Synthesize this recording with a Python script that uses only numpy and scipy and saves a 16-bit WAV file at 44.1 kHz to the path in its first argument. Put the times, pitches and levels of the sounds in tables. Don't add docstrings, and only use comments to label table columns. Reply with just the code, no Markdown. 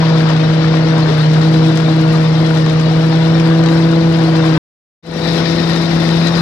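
import sys
import numpy as np
from scipy import signal
from scipy.fft import rfft, irfft, next_fast_len
from scipy.io import wavfile

SR = 44100
rng = np.random.default_rng(int(sys.argv[2]) if len(sys.argv) > 2 else 0)


def generate_wav(signal):
    frames = np.transpose(np.atleast_2d(signal))
    scaled = np.clip(frames, -1, 1) * 32767
    pcm = np.round(scaled).astype(np.int16)
    wavfile.write(sys.argv[1], SR, pcm)


N = 282681
T = np.arange(N) / SR

# frequency_hz, coherence
PORT_LIKENESS = [(25, 0.79), (70, 0.88), (160, 1), (330, 0.75), (600, .75), (1200, 0.5), (2500, 0.28),
                 (12000, .25)]
# frequency_hz, phase_rad
PORT_LEAD = [(60, .05), (160, 0.29), (330, 0.35), (480, 0.9), (800, 0.69), (1900, 1.3), (3500, 3)]


def amp(db):
    return 10 ** (np.asarray(db) / 20)


def unit_rms(x):
    return x / np.sqrt(np.mean(x ** 2) + 1e-20)


def at_hz(points, hz):
    f, value = np.transpose(points)
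    return np.interp(np.log(hz + 1), np.log(f + 1), value)


def follow(curve):
    time_s, *columns = np.transpose(curve)
    return [np.interp(T, time_s, column) for column in columns]


def filtered(x, response):
    size = next_fast_len(N + 4096)
    return irfft(rfft(x, size) * response(np.fft.rfftfreq(size, 1 / SR)), size)[..., :N]


def coloured(x, spectrum):
    return unit_rms(filtered(x, lambda hz: amp(at_hz(spectrum, hz))))


def hump(hz, centre_hz, width):
    return np.exp(-(np.log((hz + 1) / centre_hz) / width) ** 2)


def drift(rate_hz):
    t = T[::100]
    sines = sum(np.sin(2 * np.pi * (hz * t + rng.random())) for hz in rate_hz * rng.uniform(.15, 1, 24))
    return np.interp(T, t, unit_rms(sines))


def microphone(pair, balance):
    size = next_fast_len(N + 4096)
    hz = np.fft.rfftfreq(size, 1 / SR)
    left, other = rfft(pair, size)
    likeness = np.clip(at_hz(PORT_LIKENESS, hz), 0, 1)
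    shade = amp(-at_hz(balance, hz))
    shared = shade * likeness * np.exp(-1j * at_hz(PORT_LEAD, hz))
    own = shade * np.sqrt(1 - likeness ** 2)
    mid_gain = np.sqrt(abs(1 + shared) ** 2 + own ** 2) / 2
    return irfft(np.array([left, shared * left + own * other]) / mid_gain, size)[:, :N]


def tone(turns, db, balance, waver):
    hz = (turns[-1] - turns[0]) / T[-1]
    right = amp(-at_hz(balance, hz)) * np.exp(-1j * at_hz(PORT_LEAD, hz))
    wobble = 1 + waver * (drift(rate_hz=24) + 1j * drift(rate_hz=22))
    phasor = amp(db) * np.exp(2j * np.pi * turns) * wobble
    return np.sqrt(2) * np.array([phasor.real, (phasor * right).real]) * 2 / abs(1 + right)


def fan(blades, speed_hz, shake, hum, bite_db, balance):
    # blade_pass_multiple, level_against_third_db
    overtones = [(4, -9.5), (5, -20), (6, -18), (9, -18)]
    swell_db, swell_hz, throb_db = .78, 5, 1.5
    nominal_hz, bite_db_per_hz = 160, .23
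    housing_hz, half_width_hz, lift_db = 976, 16, 6.5
    hum_db, octave_db = follow(hum)
    octave_db = octave_db + swell_db * drift(swell_hz) + throb_db * shake
    third_db = bite_db + bite_db_per_hz * (speed_hz - nominal_hz) + swell_db * drift(swell_hz)
    out = tone(blades, hum_db, balance, waver=.04)
    out += tone(2 * blades, octave_db - .4, balance, waver=.12)
    out += tone(3 * blades + 1 / 3, third_db, balance, waver=.043)
    for multiple, db in overtones:
        whine_db = lift_db * np.exp(-((multiple * speed_hz - housing_hz) / half_width_hz) ** 2)
        out += tone(multiple * blades, third_db + db + whine_db, balance, waver=.079)
    return out * (1 - .03 * shake)


def drive(blades, balance, diesel_db, shafts_db):
    # crank_multiple, relative_db
    diesel_tones = [(1, -57.5), (1.5, -43.5), (2, -43), (2.5, -41), (4.5, -50)]
    # blade_pass_multiple, relative_db
    shaft_tones = [(.8, -28), (1.399, -50.5), (1.599, -57.5)]
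    crank = .235 * blades
    diesel = sum(tone(k * crank, db + diesel_db, balance, waver=.2) for k, db in diesel_tones)
    shafts = sum(tone(k * blades, db + shafts_db, balance, waver=.36) for k, db in shaft_tones)
    return diesel + shafts


def blade_chop(blades, depth):
    return 1 + depth * np.cos(2 * np.pi * (blades + 1 / 3))


def air_rush(blades):
    # frequency_hz, relative_db
    spectrum = [(20, -25), (40, -21.5), (60, -5), (105, -5.5), (150, 2), (190, -0.5), (260, 2), (420, -3),
                (700, -7.5), (1100, -14), (2000, -19.5), (7000, -67)]
    air = rng.standard_normal((2, N)) * blade_chop(blades, depth=.26)
    return coloured(air * amp(.37 * drift(rate_hz=55)), spectrum)


def impacts(per_s, spread_db, decay_s, scrape_db):
    sizes = amp(spread_db * np.minimum(rng.exponential(1, N), 4))
    hits = rng.random(N) < per_s / SR
    power = signal.lfilter([1], [1, -np.exp(-2 / (decay_s * SR))], sizes ** 2 * hits)
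    return np.sqrt(power / power.mean() + amp(scrape_db) ** 2) * rng.standard_normal((2, N))


def pings(per_s, low_hz, high_hz, t60_s, spread_db):
    t, out = T[:5000], np.zeros((2, N + 5000))
    span_hz = high_hz - low_hz
    for when, pitch, size, left, right in rng.random((int(per_s * N / SR), 5)):
        envelope = amp(-spread_db * np.log(size + .03)) * np.exp(-np.log(1000) * t / t60_s)
        ring = envelope * np.sin(2 * np.pi * (low_hz + pitch * span_hz) * t)
        out[:, int(when * N):][:, :len(t)] += np.outer([left + .5, 2 * right - 1], ring)
    return np.array([unit_rms(side) for side in out[:, :N]]) * np.sqrt(span_hz / (SR / 2))


def drum(blades):
    # frequency_hz, relative_db
    spectrum = [(200, -30), (550, 4.5), (760, 0.5), (880, -2.5), (980, -1), (1080, -1), (1600, -3),
                (1900, -7), (2400, -12), (3500, -17.5), (8000, -70)]
    knocks = impacts(per_s=260, spread_db=2.5, decay_s=.01, scrape_db=-3)
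    casing = pings(per_s=110, low_hz=600, high_hz=2400, t60_s=.11, spread_db=1.5)
    return coloured((knocks + amp(-2) * casing) * blade_chop(blades, depth=.14), spectrum)


def steel_ring(x, ring_db, patchy_db=4):
    # pitch_hz, width_hz, relative_db
    steel_modes = [(1850, 72, 4.5), (3680, 50, -5.5), (3925, 4.1, -1), (4034, 43, -0.5), (4610, 32, -11),
                   (4860, 10, 3), (5385, 11, 5), (5810, 50, -4.5), (8090, 29, -0.5)]
    ring = 0
    for hz, width_hz, db in steel_modes:
        blows = x * amp(patchy_db * drift(rate_hz=9.2))
        ring += amp(db) * signal.lfilter(*signal.iirpeak(hz, hz / width_hz, fs=SR), blows)
    return x + amp(ring_db) * ring


def sieve(shake, spectrum, ring_db):
    nuts = impacts(per_s=420, spread_db=3, decay_s=.006, scrape_db=3)
    plate = pings(per_s=220, low_hz=2000, high_hz=5900, t60_s=.13, spread_db=1.8)
    rattle = coloured((nuts + amp(.5) * plate) * amp(shake), spectrum)
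    return unit_rms(steel_ring(rattle, ring_db))


def shell_crackle(shake):
    # frequency_hz, relative_db
    spectrum = [(2000, -32), (6500, 3.5), (8000, 1), (9300, -3), (11300, -4.5), (12400, -11.5),
                (13400, -12.5), (14400, -9.5), (15300, -16.5)]
    snaps = impacts(per_s=240, spread_db=3.2, decay_s=.004, scrape_db=0)
    return coloured(snaps * amp(1.2 * shake), spectrum)


def clunks(rise_s=.001, decay_s=.004):
    # start_s, relative_db, pitch_hz
    blows = [(0.159, -14, 927), (0.362, -18, 1050), (0.642, -9, 1100), (0.739, -11, 997),
             (0.937, -19, 1020), (1.558, -14.5, 1125), (1.88, -8.5, 799), (2.209, -12, 794.7),
             (2.506, -12, 1343), (2.663, -11, 1120), (3.125, -10, 1010), (3.299, -15, 944),
             (3.931, -12, 913), (4.352, -10, 984), (4.402, -13.5, 1240), (4.495, -21.5, 1114)]
    t, out = T[:2048], np.zeros((2, N))
    hz = np.fft.rfftfreq(len(t), 1 / SR)
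    envelope = (1 - np.exp(-(t / rise_s) ** 2)) * np.exp(-t / decay_s)
    for start_s, db, pitch_hz in blows:
        burst = irfft(rfft(rng.standard_normal((2, len(t)))) * hump(hz, pitch_hz, width=.7))
        out[:, round(start_s * SR):][:, :len(t)] += amp(db - 6) * unit_rms(burst) * envelope
    return out


def shovel():
    # middle_s, length_s, level_db, pitch_hz
    pushes = [(0.291, 0.11, -28, 1100), (0.993, 0.09, -27.5, 990), (1.093, 0.048, -20.5, 419),
              (1.118, 0.08, -28.5, 1050)]
    out = np.zeros((2, N))
    for middle_s, length_s, db, pitch_hz in pushes:
        scrape = filtered(rng.standard_normal((2, N)), lambda hz: hump(hz, pitch_hz, width=.38))
        out += amp(db) * unit_rms(scrape) * np.exp(-(2 * (T - middle_s) / length_s) ** 2)
    return out


def nut_strikes(crack_s=.0012, scatter_s=.0131, scatter_db=-11):
    # start_s, relative_db
    hits = [(0.2882, -19), (0.304, -20.5), (0.3757, -30), (0.5374, -24), (0.772, -23.5), (0.9817, -20.5),
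            (1.2079, -29), (1.343, -26), (1.4163, -23), (1.543, -18.5), (1.7739, -16), (1.802, -22),
            (2.5738, -22), (2.663, -21), (2.6977, -21), (2.7978, -19), (3.3989, -16), (3.6381, -18),
            (3.6605, -17.5), (3.687, -18), (3.7045, -26), (4.1874, -25.5), (4.3543, -23), (4.5384, -24),
            (5.5226, -20), (5.7611, -16.5), (5.927, -27), (6.0907, -18), (6.2717, -14), (6.2834, -14),
            (6.3533, -18.5)]
    # frequency_hz, gain_db
    spectrum = [(300, -18), (1200, 4), (4000, 3.5), (5500, -1.5), (7000, -5), (10000, -24), (15000, -25.5)]
    t, out = T[:3000], np.zeros((2, N))
    envelope = np.exp(-t / crack_s) + amp(scatter_db) * np.exp(-t / scatter_s)
    for start_s, db in hits:
        start = round(start_s * SR)
        burst = amp(db - 1) * envelope * rng.standard_normal((2, len(t)))
        out[:, start:start + len(t)] += burst[:, :N - start]
    cracks = filtered(out, lambda hz: amp(at_hz(spectrum, hz)))
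    return steel_ring(cracks, ring_db=1.5)


def husker(speed, hum, crop, rattle, balance, events, toss_phase,
           bite_db, ring_db, diesel_db, shafts_db, rush_db):
    blades_per_shake = 18.08
    speed_hz = follow(speed)[0]
    blades = np.cumsum(speed_hz) / SR
    blades -= np.interp(speed[0][0], T, blades)
    shake = np.cos(2 * np.pi * (blades / blades_per_shake - toss_phase))
    drum_db, sieve_db, crackle_db = follow(crop)
    clumps = drift(rate_hz=7)
    noise = amp(rush_db) * air_rush(blades) + events
    noise += amp(drum_db - .83 + .54 * clumps) * drum(blades)
    noise += amp(sieve_db + .26 + .43 * clumps) * sieve(shake, rattle, ring_db)
    noise += amp(crackle_db + 3 + clumps) * shell_crackle(shake)
    tones = fan(blades, speed_hz, shake, hum, bite_db, balance)
    tones += drive(blades, balance, diesel_db, shafts_db)
    return tones + microphone(noise, balance)


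def beside_chute(events):
    # time_s, blade_pass_hz
    speed = [(0.03, 162.1), (0.36, 158.1), (0.64, 159.7), (0.96, 160.1), (1.19, 154.2), (1.48, 160),
             (2.3, 159.1), (2.47, 160.3), (2.64, 158), (3.38, 163.1), (3.55, 163.2), (4.05, 164.5),
             (4.52, 159.8)]
    # time_s, blade_pass_db, octave_db
    hum = [(0.03, -11, -22.5), (0.4, -11.5, -25.5), (1.04, -12, -19.5), (1.15, -12, -33), (1.36, -9.5, -24),
           (1.69, -10.5, -16.5), (1.78, -12.5, -22.5), (1.98, -11.1, -17.5), (2.3, -11, -26.5),
           (2.47, -11.8, -20.3), (2.76, -11.5, -26), (3.51, -10.5, -18), (4.52, -12.1, -17.5)]
    # time_s, drum_db, sieve_db, crackle_db
    crop = [(0, -25.5, -29.5, -55.5), (.85, -26.5, -31, -57), (1.15, -25.5, -29.5, -53),
            (1.7, -27.5, -31, -52.5), (3.0, -28, -31.5, -54), (3.4, -26, -31.5, -52),
            (4.05, -28.5, -32, -53.5), (4.45, -24.5, -30, -52)]
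    # frequency_hz, relative_db
    rattle = [(600, -38.5), (1800, -4.5), (2250, -3), (2700, -2.5), (3300, -1.5), (3950, 0.5), (4400, -2),
              (4800, -3), (5550, -6.5), (6050, -12.5), (7200, -20.5), (15000, -55.5)]
    # frequency_hz, left_minus_right_db
    balance = [(60, -2), (91, 3), (140, -2), (210, 3.5), (320, 2.5), (490, 7), (750, 6), (1140, 5),
               (1740, 11.5), (2650, 14.5), (4040, 26.5), (6150, 19.5)]
    return husker(speed, hum, crop, rattle, balance, events, toss_phase=.46,
                  bite_db=-26.5, ring_db=-4, diesel_db=-2.5, shafts_db=-2, rush_db=-23)


def behind_fan(events):
    # time_s, blade_pass_hz
    speed = [(5.2, 165.2), (5.72, 166.8), (6.07, 165.1), (6.36, 168.2)]
    # time_s, blade_pass_db, octave_db
    hum = [(5.15, -18.5, -27.5), (5.38, -16, -25.5), (5.8, -15.5, -22), (6.15, -12.8, -23.5),
           (6.4, -13.5, -26)]
    # time_s, third_at_nominal_speed_db
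    bite = [(5.4, -26.5), (5.9, -41.5), (6.4, -30)]
    # time_s, drum_db, sieve_db, crackle_db
    crop = [(5.2, -31, -27.5, -48), (5.45, -30, -24.5, -49), (5.7, -30, -27, -50), (6.4, -26.5, -26.8, -48)]
    # frequency_hz, relative_db
    rattle = [(600, -22), (1800, -6), (2250, -5), (3100, -6.5), (3400, -5.5), (3650, 0), (4150, -2.5),
              (4450, -5), (5300, -5), (5700, -11), (5950, -13), (6700, -20), (7300, -34), (15000, -46)]
    # frequency_hz, left_minus_right_db
    balance = [(60, 1.5), (91, 1.5), (140, 3.1), (210, 1.9), (320, 9.9), (490, 6.3), (750, 5.5),
               (1140, 8.9), (1740, 12.0), (2650, 13), (4040, 23.4), (6150, 28)]
    return husker(speed, hum, crop, rattle, balance, events, toss_phase=.71,
                  bite_db=follow(bite)[0], ring_db=.5, diesel_db=1, shafts_db=-15, rush_db=-21)


def scene():
    stop_s, resume_s, fade_s = 4.58, 5.025, .24
    events = nut_strikes() + clunks() + shovel()
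    stop = np.clip((stop_s - T) * 1000, 0, 1)
    fade_in = np.clip((T - resume_s) / fade_s, 0, 1)
    return beside_chute(events) * stop + behind_fan(events) * fade_in


def record(dry, knee=.8, edge_hz=15500):
    headroom = 1 - knee
    over = np.maximum(abs(dry) - knee, 0)
    rounded = dry - np.sign(dry) * (over - headroom * np.tanh(over / headroom))
    band_limit = signal.firwin(511, edge_hz, window=("kaiser", 9), fs=SR)
    return signal.oaconvolve(rounded, band_limit[None], "same")


dry = scene()
out = record(dry)
generate_wav(out)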